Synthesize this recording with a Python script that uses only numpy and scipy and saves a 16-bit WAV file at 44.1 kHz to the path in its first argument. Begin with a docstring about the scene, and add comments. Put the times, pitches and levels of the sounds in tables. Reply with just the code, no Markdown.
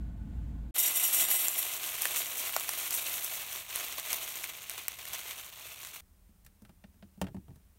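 """Buckwheat flakes in a camper galley

Three shots in a small galley, split by cuts. An electric kettle rumbles on the wooden worktop: coloured noise,
ringing body modes and a wavering drone. Flakes pour from a crackling plastic bag onto a steel plate: dense
random grains patter on the heap and ring the plate's modes until the heap covers it. Then the room is quiet
but for light handling knocks and clicks: noise bursts over decaying wood and board modes."""
import sys
import numpy as np
from scipy import signal
from scipy.fft import rfft, irfft
from scipy.io import wavfile
from scipy.ndimage import uniform_filter1d

SR = 44100
rng = np.random.default_rng(int(sys.argv[2]) if len(sys.argv) > 2 else 0)


def store_wav(level_fs):
    """Save 16-bit WAV to argv[1]."""
    pcm = np.round(np.clip(np.atleast_2d(level_fs), -1, 1) * 32767)
    wavfile.write(sys.argv[1], SR, pcm.T.astype(np.int16))


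N = 343098
TIME = np.arange(N) / SR
RING_TIME = TIME[:SR // 4]
# where the shots begin and end (s)
KETTLE_END, POUR_START, POUR_END = 0.709, 0.742, 6.007


# how freely the flakes run from the bag, as the nominal level of their patter: time_s, level_db
FLOW = [(.74, -59), (.76, -44.5), (1.2, -40), (1.56, -44), (2.07, -42), (2.66, -44.5), (2.79, -41.5),
        (3.6, -46.5), (3.65, -52), (3.745, -43.5), (4.03, -46), (4.1, -42.5), (4.66, -51.5), (4.97, -51.5),
        (5.19, -46), (5.47, -53.5), (5.66, -50.5), (6.0, -55)]
# share of the stream that lands on bare steel as heap and hand move: time_s, share (0-1)
BARE_STEEL = [(.76, .72), (1.5, .96), (1.8, .3), (2.5, .44), (3.22, .44), (3.7, .08), (4.28, .21),
              (4.71, .01), (6.0, .1)]
# colour of flakes on the heap: pitch_hz, relative level_db (per Hz)
PATTER_COLOUR = [(200, -19.5), (370, -9), (470, -10), (570, -7), (690, -3.5), (890, -7.5), (1050, -2.5),
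                 (1300, -5.5), (1820, -6.5), (2080, -1.5), (2680, 0), (3650, -2), (4290, -4.5),
                 (4900, -10.5), (6400, -33.5)]
# colour of their bright ticks on the heap: pitch_hz, relative level_db (per Hz)
TICK_COLOUR = [(4900, -13), (5500, -2), (6400, 0), (7400, -3), (8600, -1), (10400, -4), (12400, -1),
               (14000, 1), (15700, -2.5)]
# low notes of the whole dish flexing: pitch_hz, t60_s, level_db (over the push of the flakes)
DISH_MODES = [(328, 0.07, -21), (720, 0.03, -14.5)]
# flakes per s at a flow of FULL_FLOW_DB; the count doubles with every DOUBLING_DB
FLAKES_PER_S, FULL_FLOW_DB, DOUBLING_DB = 2900, -43, 21.5
# ticking over patter on the heap, and what a fully bare plate adds to it
TICK_DB, STEEL_TICK_DB = 1.74, 7.5
STREAM_FLUTTER_DB = 1.5  # quick random unevenness of the stream
SKITTER_BARE = 0.48  # from this share of bare steel on, a clump only skitters and adds no patter


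def flakes():
    """Flakes land in clumps: on the heap they patter and tick dryly, on bare steel they ring the plate."""
    flow_db, = curves(FLOW)
    bare, = curves(BARE_STEEL)
    swell_db = clumps()
    rate = FLAKES_PER_S * 2 ** ((flow_db - FULL_FLOW_DB) / DOUBLING_DB)
    stream = undb(STREAM_FLUTTER_DB * walk(55))
    landing = impacts(rate, scatter_db=6.0, contact_s=0.0014)

    def grains(low_hz, high_hz, contact_s):
        """Whole flakes sound at every pitch; rebounds and crumbs only at the pitch of their own size."""
        own = impacts(rate / 2, scatter_db=6.0, contact_s=contact_s)
        envelope = stream * np.hypot(0.7 * landing, 0.69 * own)
        return band(envelope * rng.standard_normal(N), low_hz, high_hz)

    patter = undb(flow_db + swell_db * np.maximum(1 - bare / SKITTER_BARE, 0))
    tick = undb(flow_db + swell_db + TICK_DB + STEEL_TICK_DB * bare)

    coarse = grains(100, 1580, contact_s=0.0019) + grains(1460, 7000, contact_s=0.0022)
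    fine = grains(4500, 9460, contact_s=0.0005) + grains(9500, 19000, contact_s=0.00045)
    heap = through(coarse * patter, colour(PATTER_COLOUR))
    heap += through(fine * tick * np.sqrt(1 - bare), colour(TICK_COLOUR))

    poured = np.cumsum(undb(flow_db) ** 2 * shot(POUR_START, POUR_END))
    heap_size = poured / poured[-1]
    # each landing spot wakes other modes of the steel
    steel_level = tick * np.sqrt(bare)
    blows = grains(1300, 19000, contact_s=0.00036) * steel_level
    other_blows = grains(1300, 19000, contact_s=0.00036) * steel_level
    steel = plate(blows, other_blows, heap_size)

    push = grains(150, 1500, contact_s=0.001) * patter * bare
    dish = sum(undb(db) * through(push, mode(hz, t60)) for hz, t60, db in DISH_MODES)
    return heap + steel + dish


# clumps that slide out of the bag together: start_s, length_s, jump_db
CLUMPS = [(.778, 0.025, 10), (0.822, .01, 8.5), (.855, 0.01, 5), (0.935, 0.063, 5), (1.022, 0.046, 6),
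          (1.126, .086, 5), (1.299, 0.1, 3.5), (1.572, 0.021, 5), (1.858, 0.014, 4.5), (2.011, 0.03, 4),
          (2.155, .04, 5.5), (2.366, 0.012, 7), (2.773, .05, 1), (2.923, 0.03, 7.5), (3.126, 0.047, 2.5),
          (3.23, 0.027, 5), (3.324, .025, 4.5), (3.523, 0.059, 3.5), (3.743, 0.037, 4.5), (4.117, .041, 4),
          (4.273, 0.078, 4.5), (4.42, 0.018, 4.5), (4.7, 0.054, 4), (4.771, 0.023, 8.5),
          (4.984, 0.019, 4.5), (5.129, 0.031, 7), (5.271, 0.038, 5.5), (5.372, 0.041, 4.5),
          (5.815, 0.053, 4.5), (5.932, .035, 5.5)]


def clumps():
    """Swell of the stream in dB: each clump arrives quickly, runs for its length and trickles out."""
    swell_db = np.zeros(N)
    for start, length, db in CLUMPS:
        attack = np.clip((TIME - start) / 0.0054, 0, 1)  # rise time in s
        release = np.exp(-np.clip((TIME - start - length) / 0.016, 0, 20))  # time constant in s
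        swell_db += db * attack * release
    return swell_db


def impacts(rate, scatter_db, contact_s):
    """Envelope of many tiny impacts of unequal size, each dying away as contact ends; mean power near 1."""
    hit = rng.random(N) < rate / SR
    size_db = scatter_db * np.minimum(rng.standard_normal(N), 3)
    energy = hit * undb(size_db) ** 2
    power = signal.lfilter([1], [1, -np.exp(-2 / (contact_s * SR))], energy)
    return np.sqrt(power / (uniform_filter1d(power, SR // 14) + 1e-12))


# strong modes of the steel plate: pitch_hz, relative level_db
PLATE_MODES = [(2046, -11), (2638, -13), (2848, -12), (2929, -10), (3311, -11), (3639, -11), (3747, -11),
               (4048, -16), (4737, -18), (5529, -12), (5636, -8), (5706, -7), (5787, -12), (6422, -10),
               (6966, -7), (7305, -5), (7375, -8), (7440, -7), (7666, -6), (8263, -7), (8328, -4),
               (8952, -6), (9663, -9), (9744, -6), (10810, -2), (11493, -4), (13194, -2), (13259, -2),
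               (14400, 0), (15655, -4)]
# colour of its countless weaker modes: pitch_hz, relative level_db (per Hz)
WEAK_COLOUR = [(2000, -28), (3800, -28), (5100, -22), (6200, -18), (7200, -10), (8600, 0.5),
               (10200, -5.5), (12300, 6.5), (13800, 2), (15700, -3.5)]
# share of the lower ring that the full heap takes away, and below which pitch
HEAP_DAMPING, HEAP_DAMP_HZ = 0.59, 8500


def plate(blows, other_blows, heap_size):
    """Thin steel rings in strong modes, weaker ones filling the gaps; the heap muffles the lower ones."""
    strong = sum(undb(db) * mode(hz, t60=0.085) * rng.choice([-1, 1]) for hz, db in PLATE_MODES)
    weak = through(burst(t60=0.021), colour(WEAK_COLOUR))
    ring = undb(-2.5) * through(blows, strong) + undb(-0.5) * through(other_blows, weak)
    lower = signal.sosfiltfilt(signal.butter(2, HEAP_DAMP_HZ, fs=SR, output="sos"), ring)
    return ring - HEAP_DAMPING * heap_size * lower


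# the bag snaps: start_s, crack level_db, pitch_hz of the buckling film, pop level_db
SNAPS = [(0.7641, -32, 1510, -33.5), (1.3135, -23, 1890, -32), (1.4834, -19, 2670, -53),
         (1.9807, -37, 2040, -43), (2.0201, -21.5, 2000, -43), (2.0547, -23, 1800, -22.5),
         (2.1759, -28, 2670, -50), (2.5646, -22, 740, -22), (2.5978, -30, 2180, -56),
         (2.6918, -23.5, 1550, -30), (2.9073, -25.5, 1880, -54), (3.246, -27.5, 2160, -52),
         (3.7595, -24.5, 2210, -37), (3.9976, -31, 2550, -48), (4.1304, -21.5, 1500, -38),
         (4.6967, -28, 2480, -36), (4.8824, -22, 2500, -30.5), (5.0537, -37, 1920, -37.5),
         (5.1336, -32, 2730, -55), (5.8492, -38.5, 2780, -39.5)]


def bag():
    """Creases in the stiff film buckle: a sharp crack and a pop of a few cycles."""
    out = np.zeros(N)
    for start, crack_db, hz, pop_db in SNAPS:
        crack_hiss = band(burst(t60=0.0069), 6000, 17200)
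        crack = unit(mode(hz=11800, t60=0.00057)) + undb(3.5) * unit(crack_hiss)
        pop_noise = band(burst(t60=0.011), hz * 0.4, hz * 2.4)
        pop = unit(mode(hz, t60=7 / hz)) + undb(3) * unit(pop_noise)
        add(out, start, blow(crack, crack_db, first_s=0.0017))
        add(out, start, blow(band(pop, 510, 4600), pop_db, first_s=0.00089))
    return out


# colour of the kettle's rumble: pitch_hz, relative level_db (per Hz)
RUMBLE_COLOUR = [(40, -7), (75, -1.5), (110, -10), (160, -10.5), (225, -12), (300, -19.5), (380, -34),
                 (900, -44), (1700, -46), (3500, -51.5), (5500, -59), (7200, -55.5), (10300, -61),
                 (12500, -59), (15500, -60)]
# course of the rumble, before a fixed 2.5 dB lift: time_s, level_db
RUMBLE_LEVEL = [(0, -43.5), (.14, -47), (.37, -43.5), (.7, -46)]
# the kettle's body, ringing faintly and steadily: pitch_hz, t60_s, level_db
BODY_MODES = [(547, 0.035, -80), (694, 0.028, -70.5), (860, 0.046, -73), (1045, .06, -81), (1465, .05, -76)]
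# the worktop's drone, which swells with the rumble: pitch_hz, width_hz of its waver, mean level_db
DRONE = [(27.3, 2.1, -56), (55.2, 4.4, -40)]
DRONE_FLUTTER_DB = 1.7


def kettle():
    """Heating water rumbles and rings the kettle's body; the worktop drones with it at a wavering pitch."""
    level_db, = curves(RUMBLE_LEVEL)
    out = undb(level_db + 2.5) * noise(RUMBLE_COLOUR)
    body = sum(undb(db) * unit(mode(hz, t60)) for hz, t60, db in BODY_MODES)
    out += signal.fftconvolve(rng.standard_normal(N), body)[:N]
    swell_db = level_db - level_db[:SR // 2].mean()
    for hz, width, db in DRONE:
        phase = 2 * np.pi * np.cumsum(hz + width / 2 * walk(17)) / SR
        drone_db = db + swell_db + DRONE_FLUTTER_DB * walk(11.3)
        out += np.sqrt(2) * undb(drone_db) * np.sin(phase)
    return out


# handling knocks: start_s, thump pitch_hz, thump level_db, click level_db, hardness_db (treble over click)
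KNOCKS = [(6.29, 217, -64.5, -85, -2), (6.4482, 140, -67, -77.5, 14), (6.4635, 150, -71, -63.5, 5.5),
          (6.62, 220, -56, -76.5, 9), (6.65, 230, -68, -63, -6), (6.693, 169, -58, -66.5, -6),
          (6.8396, 199, -55, -61, -18), (6.942, 207, -67, -81, -3), (7.0254, 190, -52.5, -61.5, -15),
          (7.176, 191, -53.5, -82, 4), (7.2147, 180, -34.5, -42.5, -0.5), (7.2416, 190, -47, -57, -6),
          (7.268, 129, -51, -54.5, -13), (7.283, 111, -49.5, -63, -11), (7.345, 186, -42, -68, -1),
          (7.366, 194, -48, -67, -8), (7.481, 136, -50.5, -72.5, -7), (7.505, 151, -54, -76, -5),
          (7.558, 135, -61, -76, 8)]
# colour of a knock's click: pitch_hz, relative level_db (per Hz)
CLICK_COLOUR = [(900, -18), (1320, 4.5), (1550, 0), (1780, 2), (2100, -4), (2600, -2.5), (2900, -4.5),
                (3500, -8.5), (5000, -14)]
# modes of the wooden worktop, before a random detuning: pitch_hz, relative level_db, t60_s
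WOOD_MODES = [(345, -12.5, .06), (435, -10, 0.045), (547, -2.5, 0.033), (590, -8, 0.039), (732, -2, 0.039),
              (846, -3.5, 0.031), (990, -10, 0.033)]
# the clack lies midway between thump and click, plus CLACK_DB;
# it gains CLACK_GROWTH dB per dB of thump over a firm knock, so light knocks hardly wake it
CLACK_DB, CLACK_GROWTH, FIRM_KNOCK_DB = -2, 0.29, -50


def knocks():
    """Things touch the worktop: a click, a woody clack, then the slower thump of the board."""
    out = np.zeros(N)
    click_ring = colour(CLICK_COLOUR, size=1024)
    for start, hz, thump_db, click_db, hardness_db in KNOCKS:
        click = through(burst(t60=0.035), click_ring)
        treble = band(burst(t60=0.032), 4200, 16700)

        wood = np.zeros(len(RING_TIME))
        for wood_hz, db, t60 in WOOD_MODES:
            detuned_hz = wood_hz * (1 + 0.042 * rng.standard_normal())
            wood += undb(db) * mode(detuned_hz, t60) * rng.choice([-1, 1])
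        wood_noise = band(burst(t60=0.063), 475, 900)
        clack = (unit(wood) + undb(-3.5) * unit(wood_noise)) * (1 - fade(t60=0.0059))
        clack_db = (thump_db + click_db) / 2 + CLACK_DB + CLACK_GROWTH * (thump_db - FIRM_KNOCK_DB)

        board = unit(mode(hz, t60=0.088)) + undb(-8) * unit(mode(hz=82.6, t60=0.23))
        board += undb(-4.5) * unit(band(burst(t60=0.18), 72, 282))
        # the heavy board takes a few cycles to get moving
        thump = band(board * (1 - fade(t60=0.02)), 35, 370)

        add(out, start, blow(thump, thump_db, first_s=0.037))
        add(out, start, blow(clack, clack_db, first_s=0.014))
        add(out, start, blow(click, click_db, first_s=0.014))
        add(out, start, blow(treble, click_db + hardness_db, first_s=0.013))
    return out


def cabin(x, wet_db, t60):
    """Direct sound at the microphone plus the short, dull reflections of a cramped room."""
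    tail = unit(band(burst(t60), 300, 9100) * (RING_TIME > 0.003))
    return x + undb(wet_db) * through(x, tail)


def noise(points):
    """Steady noise of a given colour, rms 1."""
    return through(rng.standard_normal(N + SR), colour(points))[SR:]


def undb(db):
    """Decibels to gain."""
    return 10 ** (np.asarray(db) / 20)


def curves(table):
    """Each column after the time of a table of (time_s, ..) rows, at every sample."""
    s, *columns = np.transpose(table)
    return [np.interp(TIME, s, c) for c in columns]


def unit(response):
    """An impulse response scaled to pass white noise at unchanged level."""
    return response / np.sqrt(np.sum(response ** 2))


def through(x, response):
    """Sound passed through a unit impulse response."""
    return signal.fftconvolve(x, unit(response))[:len(x)]


def colour(points, size=8192):
    """Causal minimum-phase response through (pitch_hz, level_db) points, falling 20 dB per octave outside."""
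    hz, db = np.transpose(points)
    f = np.maximum(np.fft.rfftfreq(size, 1 / SR), 1)
    octaves_outside = np.maximum(np.log2(hz[0] / f), 0) + np.maximum(np.log2(f / hz[-1]), 0)
    level_db = np.interp(np.log(f), np.log(hz), db) - 20 * octaves_outside
    cepstrum = irfft(np.log(undb(level_db)))
    # folding the cepstrum onto positive time makes the response causal
    cepstrum[1:size // 2] *= 2
    cepstrum[size // 2 + 1:] = 0
    return irfft(np.exp(rfft(cepstrum)))


def band(x, lo_hz, hi_hz):
    """Band-pass."""
    return signal.sosfilt(signal.butter(2, [lo_hz, hi_hz], "band", fs=SR, output="sos"), x)


def walk(rate):
    """Random levels held 1 / rate s and smoothed; spread 1."""
    k = max(int(SR / rate), 1)
    steps = np.repeat(rng.standard_normal(N // k + 1), k)
    y = uniform_filter1d(steps, k)[:N]
    return y / y.std()


def fade(t60):
    """Exponential decay, 60 dB in t60 s."""
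    return np.exp(-np.log(1000) * RING_TIME / t60)


def mode(hz, t60):
    """One struck resonance: a decaying sine."""
    return np.sin(2 * np.pi * hz * RING_TIME) * fade(t60)


def burst(t60):
    """A dying burst of noise."""
    return rng.standard_normal(len(RING_TIME)) * fade(t60)


def blow(sound, db, first_s):
    """A hit whose first moments have the given rms level."""
    return sound * undb(db) / np.sqrt(np.mean(sound[:int(first_s * SR) + 1] ** 2))


def add(out, start, sound):
    """Mix a sound in at a time in s."""
    i = int(start * SR)
    out[i:i + len(sound)] += sound[:N - i]


def shot(start, end):
    """Gate open between two cuts, its edges smoothed over 2 ms."""
    return uniform_filter1d(((TIME >= start) & (TIME < end)) * 1.0, SR // 500)


# room tone under the pour: pitch_hz, relative level_db (per Hz)
POUR_ROOM_COLOUR = [(15, -32.5), (25, -21.5), (53, 2), (86, -2), (124, -2), (161, -6), (300, -18),
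                    (390, -41.5), (660, -120)]
# room tone under the handling: pitch_hz, relative level_db (per Hz)
QUIET_ROOM_COLOUR = [(15, -31), (25, -8), (78, -4), (129, -24), (189, -14), (268, -27), (472, -32),
                     (4080, -41.5), (4670, -43), (5060, -41), (7580, -41), (8220, -38.5), (9200, -37),
                     (10500, -41.5), (12600, -37.8), (15700, -37.5)]
POUR_ROOM_DB, QUIET_ROOM_DB = -66.5, -62


def scene():
    """The three shots, one after the other; steady room tone lies under the pour and the handling."""
    pouring = cabin(flakes() + bag(), wet_db=-18.5, t60=0.084)
    pouring += undb(POUR_ROOM_DB) * noise(POUR_ROOM_COLOUR)
    handling = cabin(knocks(), wet_db=-13.0, t60=0.061)
    handling += undb(QUIET_ROOM_DB) * noise(QUIET_ROOM_COLOUR)
    out = kettle() * shot(0, KETTLE_END)
    out += pouring * shot(POUR_START, POUR_END)
    out += handling * shot(POUR_END, np.inf)
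    return out[None]


def record(dry):
    """The recorder cuts the top steeply above 15750 Hz."""
    return signal.sosfilt(signal.ellip(10, 0.2, 80, 15750, fs=SR, output="sos"), dry)


dry = scene()
out = record(dry)
store_wav(out)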